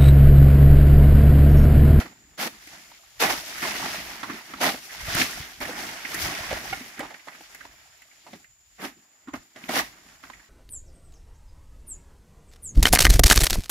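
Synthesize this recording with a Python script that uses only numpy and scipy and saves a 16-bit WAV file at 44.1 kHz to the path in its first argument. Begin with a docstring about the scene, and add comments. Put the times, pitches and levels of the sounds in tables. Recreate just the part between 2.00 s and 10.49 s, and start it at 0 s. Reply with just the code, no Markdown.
"""A sickle on a long pole slices palm stalks in a plantation: fibres fracture in dense bursts of ticks.
Impacts excite resonances in the wood and the hollow pole. Cut fronds brush through leaves,
displace air in a low rumble and land on soft soil. Behind them lie the narrow-band buzz of cicadas
and a faint leafy hush. The sound reaches the two microphone ports of a phone a few metres away."""
import sys
import numpy as np
from scipy import signal
from scipy.fft import rfft, irfft, next_fast_len
from scipy.io import wavfile
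from scipy.ndimage import uniform_filter1d

SR = 44100
rng = np.random.default_rng(int(sys.argv[2]) if len(sys.argv) > 2 else 0)


def transcribe(u):
    """Save the signal u as a 16-bit wav file named by the first command-line argument.

    u: samples, shape (n,) or (channels, n), limited to [-1, 1]; the rate is SR.
    q: integer samples, one column per channel.
    """
    v = np.clip(np.atleast_2d(u).T, -1, 1)
    q = np.round(v * 32767).astype(np.int16)
    wavfile.write(sys.argv[1], SR, q)


N = 374409

# Eight blade strokes: (time [s], tearing level [dB], stalk body [dB re tearing], hiss [dB re tearing])
BLADE_STROKES = [(0, -32.5, 4, -2.5), (0.02, -37.5, -11, -5), (0.04, -52.5, 3, 1), (0.065, -44, -2, -10),
                 (0.1, -64, 8, 1), (0.13, -55.5, -7, -9), (0.155, -90, -2, 0), (0.372, -71, 4, 5),
                 (0.381, -42.5, -4, 2), (0.41, -32.5, -11, 2.5), (0.432, -30.5, -13, 0.5),
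                 (0.455, -36.5, -5, 2), (0.478, -34.5, -1, -0.5), (0.488, -49, -4, -12), (0.5, -56, -5, 0),
                 (0.525, -98, 0, 2), (1.19, -67.5, -23, 12), (1.203, -30.5, -30, 4),
                 (1.225, -20.5, -25, -3), (1.25, -24.5, -4, -2.5), (1.28, -31, -13, -3),
                 (1.31, -26.5, -23, -2), (1.34, -34, -2, 1.5), (1.37, -47, -15, -1), (1.395, -89, 0, 0),
                 (2.595, -62, -7, 4), (2.612, -27.5, -14, -2), (2.645, -26, -9, 0.5), (2.67, -25.5, -1, -1),
                 (2.7, -30.5, -7, -1), (2.72, -42, -5, 6.5), (2.76, -48, -5, 3), (2.79, -55, -14, 2),
                 (2.815, -82, 3, 0), (3.6, -71, -9, -3), (3.61, -36.5, 4, -3.5), (3.628, -30, -18, -4.5),
                 (3.645, -41.5, -10, -2), (3.68, -40.5, -12, -1), (3.72, -46, -10, -4),
                 (3.745, -85, 1, -2.5), (6.775, -93.5, -9, 4), (6.783, -56, -12, -7), (6.797, -45, -5, -14),
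                 (6.805, -45.5, -2, -4), (6.85, -36, 1.5, -2.5), (6.885, -49.5, -1, 0), (6.92, -59, 3, -6),
                 (6.94, -71, -1, 1), (6.965, -88.5, 7, 10), (7.328, -68, -13, -9), (7.338, -36, 3, -18),
                 (7.355, -41.5, 0, -9), (7.375, -56, 8, -1), (7.4, -68, -3, 1), (7.425, -84, 3, 5),
                 (7.672, -73, -6, -9), (7.69, -33.5, -9, -10), (7.72, -36, -5, 1), (7.745, -32, -9, 1),
                 (7.765, -26, -17, -2), (7.8, -28, -8.5, 2), (7.838, -48, -2, -8), (7.85, -61, -9, 4),
                 (7.875, -85.5, 12, 3)]
# Spectrum of tearing fibre: (frequency [Hz], spectral level [dB])
FIBRE_SPECTRUM = [(47, -45), (80, -18), (130, -11.5), (257, 4), (391, -4), (809, -2), (944, -4),
                  (1910, -5.5), (2600, -10), (5750, -16.5), (8180, -24.5), (11900, -22.5), (15500, -28.5)]


def sickle():
    """Fracture: the edge tears fibre after fibre, and the thicker ones snap with a pitch."""
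    db, body_db, hiss_db = curve(BLADE_STROKES)
    tear = crackle(FIBRE_SPECTRUM, body_db, hiss_db,
                   rate=900, spread_db=1, shared=.39, cycles=2, flicker_db=.5)
    return undb(db) * (tear + undb(-4) * snaps(rate=350, cycles=5, spread_db=12))


def snaps(rate, cycles, spread_db):
    """Damped free vibration: each breaking fibre or rib rings briefly at its own pitch."""
    out = np.zeros((2, N))
    for when, pitch, size, turn in rng.random((int(rate * N / SR), 4)):
        hz = 600 * 12 ** pitch
        swings = np.arange(int(3 * cycles * SR / hz)) * hz / SR
        lag = (1 - coherence(hz)) * turn * np.array([[0], [1]])  # out of step at the two ports
        ring = np.sin(2 * np.pi * (swings + lag)) * swings * np.exp(-2 * swings / cycles) / cycles
        add(out, when * N / SR, undb(spread_db * size) * ring)
    return unit(out)


def crackle(spectrum, low_db, high_db, rate, spread_db, shared, cycles, flicker_db):
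    """Shot noise: short ticks modulate each octave of noise, some common to all octaves."""
    common = clicks(rate, spread_db)
    lows = mids = highs = 0
    for hz, noise in octaves(spectrum):
        ticks = shared * common + (1 - shared) * clicks(rate * (hz / 1500) ** .6, spread_db)
        decay = np.exp(-hz / (cycles * SR))
        power = signal.lfilter([1], np.poly([decay, decay / 2]), ticks)
        part = undb(flicker_db * walk(25)) * unit(np.sqrt(power)) * noise
        if hz < 400:
            lows += part
        elif hz < 3000:
            mids += part
        else:
            highs += part
    return unit(mids) + undb(low_db) * unit(lows) + undb(high_db) * unit(highs)


def clicks(rate, spread_db):
    """Poisson process: impulses of power with exponentially distributed, capped levels."""
    hit = rng.random(N) < rate / SR
    return hit * undb(2 * spread_db * np.minimum(rng.exponential(size=N), 3.5))


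# Level and colour of leaves rustling between the blade strokes, joined into one curve:
# (time [s], level [dB], stems [dB re level], leaf tips [dB re level])
FROND_RUSTLE = [
    [(0.14, -63.5, 0, 2), (0.202, -66, 2, 1), (0.356, -66, -3, 0), (0.36, -75, -11, 4)],
    [(0.51, -63, 4, 5), (0.536, -57.5, 4, 3), (0.602, -58.5, -14, 7), (0.776, -53, -3.5, 2),
     (0.816, -57, -6, 5), (1.156, -66, -22, 5), (1.17, -62, -30, -4)],
    [(1.38, -41, -11, 4), (1.442, -47.5, -11, 6.5), (1.616, -39.5, -18, 2.5), (1.626, -31.5, -13, -3.5),
     (1.78, -37.5, -11.5, 2), (1.868, -34.5, -7, -1), (1.884, -38, -9.5, 2.5), (2.162, -44.5, -10.5, -1),
     (2.328, -42.5, 0, -3), (2.428, -52.5, -14, 1.5), (2.58, -49.5, -1.5, 1.5)],
    [(2.79, -49.5, -9, 6), (2.816, -53, -12, 6.5), (3.044, -43.5, -14.5, 3.5), (3.2, -27, -5.5, 2.5),
     (3.288, -42, -11, 5.5), (3.426, -45.5, -9, 4), (3.54, -54, -11, 3), (3.59, -54, -6, 1.5)],
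    [(3.73, -41.5, -5.5, -3), (3.8, -38, -7.5, 0), (4.01, -45, -13, 1.5), (4.18, -37, -9, 0.5),
     (4.22, -37, -8, 10), (4.29, -36, -5.5, 0), (4.48, -40, -13, 0), (4.52, -38, -8.5, -2.5),
     (4.65, -42, -8.5, 1.5), (4.74, -44, -5, 1), (4.96, -52.5, -11, 3), (5.0, -45.5, 1.5, -6),
     (5.24, -60.5, -18, 3), (5.28, -57, 1, 1), (5.33, -52, -20, -2), (5.41, -56.5, -4, 4.5),
     (5.47, -57.5, -20, 3.5), (5.67, -57, -7, 1), (5.92, -64.5, -26, 3.5), (6.24, -66, -7, 5.5),
     (6.35, -57.5, 11.5, 2.5), (6.48, -77, -19, 6.5), (6.76, -71.5, -12.5, 6.5)],
    [(6.95, -73, -4, -2), (6.974, -68.5, 9, 3.5), (7.08, -70, -14, 1), (7.252, -69, -24, 1),
     (7.26, -72, 2, -2)],
    [(7.42, -68.5, 5, 8), (7.54, -69.5, -13, 3), (7.564, -54, -5, -4.5), (7.66, -51.5, -3, -0.5)],
    [(7.87, -57.5, -3, 6), (7.954, -56, -6, -3), (8.048, -60.5, -8, 1.5), (8.066, -57, -1, 0.5),
     (8.222, -65, -18, 3), (8.236, -55, -8, 1), (8.49, -63, -18, -0.5)],
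]
# Spectrum of rustling leaves: (frequency [Hz], spectral level [dB])
LEAF_SPECTRUM = [(47, -34.5), (80, -10.5), (102, -11.5), (300, -2.5), (521, -6.5), (621, 0), (1200, 0),
                 (1910, 1.5), (3240, -4), (5620, -6), (8360, -14.5), (11900, -15), (15500, -19.5)]


def fronds():
    """Friction and impact: leaflets brush and slap in denser ticks than the cut, and ribs snap."""
    db, stems_db, tips_db = curve([row for span in FROND_RUSTLE for row in span])
    slaps_db = walk(40)
    brush = crackle(LEAF_SPECTRUM, stems_db, tips_db,
                    rate=1200, spread_db=2, shared=.29, cycles=2.8, flicker_db=1.65)
    ribs = undb(-7) * snaps(rate=120, cycles=4, spread_db=18)
    return undb(db + slaps_db) * (brush + ribs)


# Blade and pole striking wood, stems snapping:
# (time [s], level [dB], resonance [Hz], thud [dB re level], crack [dB re level], scrape T60 [s])
WOOD_KNOCKS = [(0.469, -26, 510, -15, 2, 0.05), (0.673, -40, 1860, -11, 0, 0.068),
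               (0.917, -37.5, 854, -28, -31, 0.017), (1.22, -16, 660, -35, -26, 0.064),
               (1.299, -20.5, 800, -22, -12, 0.061), (1.627, -37, 1830, -1, -26, 0.05),
               (1.68, -23, 895, -31, -23, 0.054), (1.709, -28, 2200, -13, -13, 0.046),
               (1.758, -24, 1760, -23.5, -12, 0.041), (1.8, -26.5, 800, -24, -25, 0.082),
               (1.859, -22, 634, -14, -27, 0.031), (1.944, -26.5, 657, -28, -14, 0.036),
               (2.232, -22.5, 1070, -13, -35, 0.063), (2.298, -24.5, 1270, -7, -36, 0.11),
               (2.538, -24, 1200, -16, -30, 0.031), (2.691, -22.5, 1770, -31, -15, 0.03),
               (2.744, -26, 665, -9, -15, 0.033), (2.895, -36, 1890, -37, -10, 0.15),
               (3.15, -17.5, 1670, -15, 1, 0.063), (3.2, -23, 1970, -13, -12, 0.074),
               (3.216, -10.5, 2060, -17, -37, 0.034), (3.605, -31, 1850, -22, 3, 0.032),
               (3.653, -23.5, 1910, -20, -17, 0.044), (3.693, -24, 506, -14, -16, 0.047),
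               (4.049, -22.5, 1960, -22, -34, 0.083), (4.145, -25, 1750, -9.5, 4.5, 0.093),
               (4.51, -19, 670, -31, -34, 0.082), (4.529, -17.5, 643, -27, -18, 0.025),
               (4.569, -26.5, 674, -28.5, -25, 0.028), (4.81, -43.5, 681, 8.5, -22, 0.05),
               (4.994, -26, 1610, -4, -1, 0.065), (5.005, -22, 685, -20, -39, 0.059),
               (5.028, -26.5, 890, -13, -37, 0.15), (5.101, -34, 756, -21, -35, 0.15),
               (5.143, -32.5, 1820, -21, -32, 0.034), (5.197, -41, 2080, -23, -17, 0.041),
               (5.273, -32, 800, -36, -33, 0.089), (5.284, -28.5, 1460, -49, -39, 0.04),
               (5.347, -34, 1480, -20, -26, 0.061), (5.409, -35.5, 685, -14, -20, 0.025),
               (5.548, -35.5, 1960, -23, 2, 0.062), (5.608, -34.5, 1560, -30, -22, 0.05),
               (5.652, -34, 870, -15.5, -39, 0.041), (6.021, -42.5, 2110, -26, -1, 0.058),
               (6.114, -47, 1870, -28, -24, 0.038), (6.266, -36, 795, -24, -34, 0.12),
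               (6.333, -32.5, 690, -9, -21, 0.04), (6.444, -44.5, 1870, -25, -9.5, 0.055),
               (7.275, -38.5, 1200, -3, -17, 0.07), (7.284, -35, 1060, 3, -22, 0.089),
               (7.337, -33, 1210, 1, -10, 0.055), (7.359, -33.5, 815, -5, -36, 0.055),
               (7.561, -36.5, 596, -13, -31, 0.064), (7.64, -31, 2400, -10, -20, 0.017),
               (7.693, -20.5, 710, -10, -7, 0.045), (7.705, -30, 800, -11, -9, 0.05),
               (8.238, -33, 1360, -14.5, -25, 0.055), (8.301, -30.5, 970, -24, -36, 0.031),
               (8.335, -38.5, 1920, -28, -6, 0.05), (8.396, -45, 1730, -15, -18, 0.05)]


def knocks(thud_hz=273.5, thud_t60_s=.055):
    """Forced resonance: a brief scraping contact rings the wood, with a dull thud and a short crack."""
    out, t = np.zeros((2, N)), np.arange(SR // 7) / SR

    def fade(t60, rise_s):
        return (1 - np.exp(-t / rise_s)) * 1000 ** (-t / t60)

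    for s, db, hz, thud_db, crack_db, t60 in WOOD_KNOCKS:
        noise = rng.standard_normal((3, len(t)))
        scrape = at_ports(noise, hz) * fade(t60, .002)
        ring = steep_band(scrape, hz, .55 * hz) + .25 * band(band(scrape, 1300, 3300), 1000, 3000)
        detune = 1 + .08 * noise[0, 0]
        thud = np.sin(2 * np.pi * thud_hz * detune * t) * fade(thud_t60_s, .004)
        crack = band(noise[1:] * fade(.6 * t60, .0006), 6500, 9000)
        for part_db, part in (0, ring), (thud_db, thud), (crack_db, crack):
            add(out, s - .002, undb(db + part_db) * part / np.abs(part).max())
    return out


# Side blow on the pole: (time [s], level [dB])
POLE_BLOWS = [(4.723, -20)]
# Modes of the pole: (frequency [Hz], relative level [dB], T60 [s])
POLE_MODES = [(773, 16, 0.037), (1422, 7, 0.046), (2190, 10.5, 0.038), (2800, 5, 0.039), (3480, -6, .02),
              (4300, -10, .02)]


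def pole(port_lag_s=.00012):
    """Modal vibration: the struck hollow pole rings in damped modes while the contact rattles."""
    out, t = np.zeros((2, N)), np.arange(SR // 7) / SR
    port_t = t + [[0], [port_lag_s]]
    tube = sum(undb(db) * np.sin(2 * np.pi * hz * port_t) * 1000 ** (-t / t60)
               for hz, db, t60 in POLE_MODES)
    onset = (1 - np.exp(-(t / .008) ** 2)) ** 2
    for s, db in POLE_BLOWS:
        rattle = 1 + .5 * unit(band(rng.standard_normal(len(t)), 280, 600))
        add(out, s, undb(db) * onset * tube * rattle)
    return out


# Heavy stalks landing: (centre time [s], level [dB], frequency [Hz])
STALK_LANDINGS = [(3.036, -35, 55), (3.086, -30, 90), (3.155, -23, 125), (3.405, -32, 110), (4.24, -30, 80),
                  (4.41, -37, 100), (4.53, -33, 90), (4.722, -35, 140)]


def thumps():
    """Inelastic impact: soil yields softly, giving a pulse of about one and a half cycles."""
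    out, t = np.zeros((2, N)), np.arange(-SR // 20, SR // 20) / SR
    for s, db, hz in STALK_LANDINGS:
        envelope = np.exp(-(t * hz / .55) ** 2)
        add(out, s + t[0], -undb(db) * np.cos(2 * np.pi * hz * t - .6) * envelope)
    return out


# Air pushed by fronds as they fall and land: (time [s], level [dB])
AIR_PUSH = [(0.0, -49), (0.09, -65), (1.11, -69), (1.28, -44), (1.49, -67), (1.63, -49.5), (2.39, -58),
            (2.43, -72), (2.65, -50), (2.88, -68), (3.03, -46), (3.17, -36), (3.33, -59), (3.4, -45),
            (3.52, -65), (3.64, -50.5), (4.07, -65), (4.26, -38), (4.35, -54), (4.54, -44), (4.63, -54),
            (4.73, -48), (4.94, -73), (5.04, -56), (5.18, -81), (5.72, -59.5), (6.03, -75), (6.93, -69.5),
            (7.14, -86.5), (7.38, -51), (7.49, -90), (7.78, -53), (7.97, -70), (8.39, -56), (8.49, -88)]


def gusts():
    """Air displacement: falling fronds make a soft rumble, with the ground's boom on top."""
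    low = unit(steep_band(rng.standard_normal((3, N)), 52, 50))
    boom = unit(steep_band(rng.standard_normal(N), 120, 60))
    rumble = .61 * low[0] + .41 * low[1:]  # partly different at the two ports
    air = rumble + undb(-9.5 + 2.4 * walk(25)) * boom
    return undb(curve(AIR_PUSH)[0] + 2 * walk(9.5)) * air


# Cicada band, its overtone, other insects: (frequency [Hz], width [Hz], level [dB], swell [dB])
INSECT_BANDS = [(7020, 300, -63, 0), (13900, 1000, -82.5, 0.5), (4950, 400, -78, 5.5)]


def insects():
    """Incoherent summation: a chorus merges into grainy noise bands; cicadas hold, others come and go."""
    out = np.zeros((2, N))
    for hz, width, db, swell_db in INSECT_BANDS:
        buzz = unit(steep_band(rng.standard_normal((2, N)), hz, width))
        out += undb(db + swell_db * walk(2) + 1.3 * walk(80)) * buzz
    return out


# Spectrum of the distant hush: (frequency [Hz], spectral level [dB])
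HUSH_SPECTRUM = [(18, -24.5), (30, 12.5), (66, 1.5), (449, -25), (1670, -14), (2540, -11.5), (6050, -17.5),
                 (7090, 3), (10200, -39), (14000, -12), (16000, -21.5)]


def hush(db=-66):
    """Broadband noise: far leaves blend into a faint hiss whose level wavers."""
    gain = undb(db + 1.2 * walk(3) + 1.2 * walk(30))
    return gain * unit(sum(noise for _, noise in octaves(HUSH_SPECTRUM)))


# Level difference between the ports: (frequency [Hz], left minus right [dB])
PORT_BALANCE = [(60, 1), (200, .5), (500, -1), (1300, -6), (2400, -4.5), (4400, 2), (8000, 6), (15000, 10)]


def grove_to_phone(x, t60_s=.25, tail_db=-11.5):
    """Reflection and diffraction: trunks and leaves add a thin tail; the phone body colours each port."""
    size = next_fast_len(N + SR)
    hz, t = np.arange(size // 2 + 1) * SR / size, np.arange(SR // 2) / SR
    tail = rng.standard_normal((2, len(t))) * 1000 ** (-t / t60_s) * (t > .012)
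    tail /= np.linalg.norm(tail, axis=1, keepdims=True)
    grove = undb(tail_db) * rfft(tail, size) * hz / (hz + 600)
    tilt = undb(at_hz(PORT_BALANCE, hz) / 2 * np.array([[1], [-1]]))
    cavity = undb(5 * np.exp(-((hz - 2000) / 330) ** 2))  # resonance of the port cavity
    return irfft(rfft(x, size) * (1 + grove) * tilt * cavity, size)[:, :N]


# Sound common to both ports: (frequency [Hz], share of power [0-1])
PORT_COHERENCE = [(40, .6), (70, .85), (130, .98), (290, .95), (640, .78), (1400, .2), (3000, .12),
                  (7000, 0)]


def coherence(hz):
    """Spatial coherence: the ports share the bass and hear unrelated treble."""
    return at_hz(PORT_COHERENCE, hz)


def at_ports(noise, hz):
    """Power addition: common, left and right noise mix into a partly coherent pair."""
    alike = coherence(hz)
    return np.sqrt(alike) * noise[0] + np.sqrt(1 - alike) * noise[1:]


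def octaves(spectrum):
    """Octave analysis: yields each centre frequency with its slice of coloured stereo noise."""
    size = next_fast_len(N)
    hz = np.maximum(np.arange(size // 2 + 1) * SR / size, 1)
    noise = undb(at_hz(spectrum, hz)) * at_ports(rfft(rng.standard_normal((3, size))), hz)
    for centre in 125 * 2 ** np.arange(8):
        window = np.cos(np.pi / 2 * np.clip(np.log2(hz / centre), -1, 1))
        yield centre, irfft(noise * window, size)[:, :N]


def band(x, hz, width):
    """Two-pole resonance, gain 1 at the centre."""
    return signal.lfilter(*signal.iirpeak(hz, hz / width, fs=SR), x)


def steep_band(x, hz, width):
    """Two equal resonances in cascade."""
    return band(band(x, hz, width), hz, width)


def walk(rate):
    """Random modulation: ramps between Gaussian values, `rate` a second."""
    k = int(SR / rate)
    return uniform_filter1d(np.repeat(rng.standard_normal(N // k + 1), k), k)[:N]


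def at_hz(table, hz):
    """Interpolation on a log-frequency axis."""
    freqs, values = np.transpose(table)
    return np.interp(np.log(np.maximum(hz, 1)), np.log(freqs), values)


def curve(rows):
    """Interpolation in time, one envelope a column."""
    times, *columns = np.transpose(rows)
    return [np.interp(np.arange(N) / SR, times, column) for column in columns]


def undb(db):
    return 10 ** (np.asarray(db) / 20)


def unit(x):
    return x / np.sqrt(np.mean(x ** 2))


def add(out, s, sound):
    i = int(s * SR)
    out[:, i:i + sound.shape[-1]] += sound[..., :N - i]


def scene():
    """Superposition: the harvest and its reflections add to moving air, far leaves and insects."""
    harvest = sickle() + fronds() + knocks() + pole() + thumps()
    return grove_to_phone(harvest) + gusts() + hush() + insects()


def record(dry, cutoff_hz=15550):
    """Band limiting: the phone cuts the highest treble."""
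    return signal.sosfilt(signal.ellip(10, .2, 80, cutoff_hz, fs=SR, output="sos"), dry)


dry = scene()
out = record(dry)
transcribe(out)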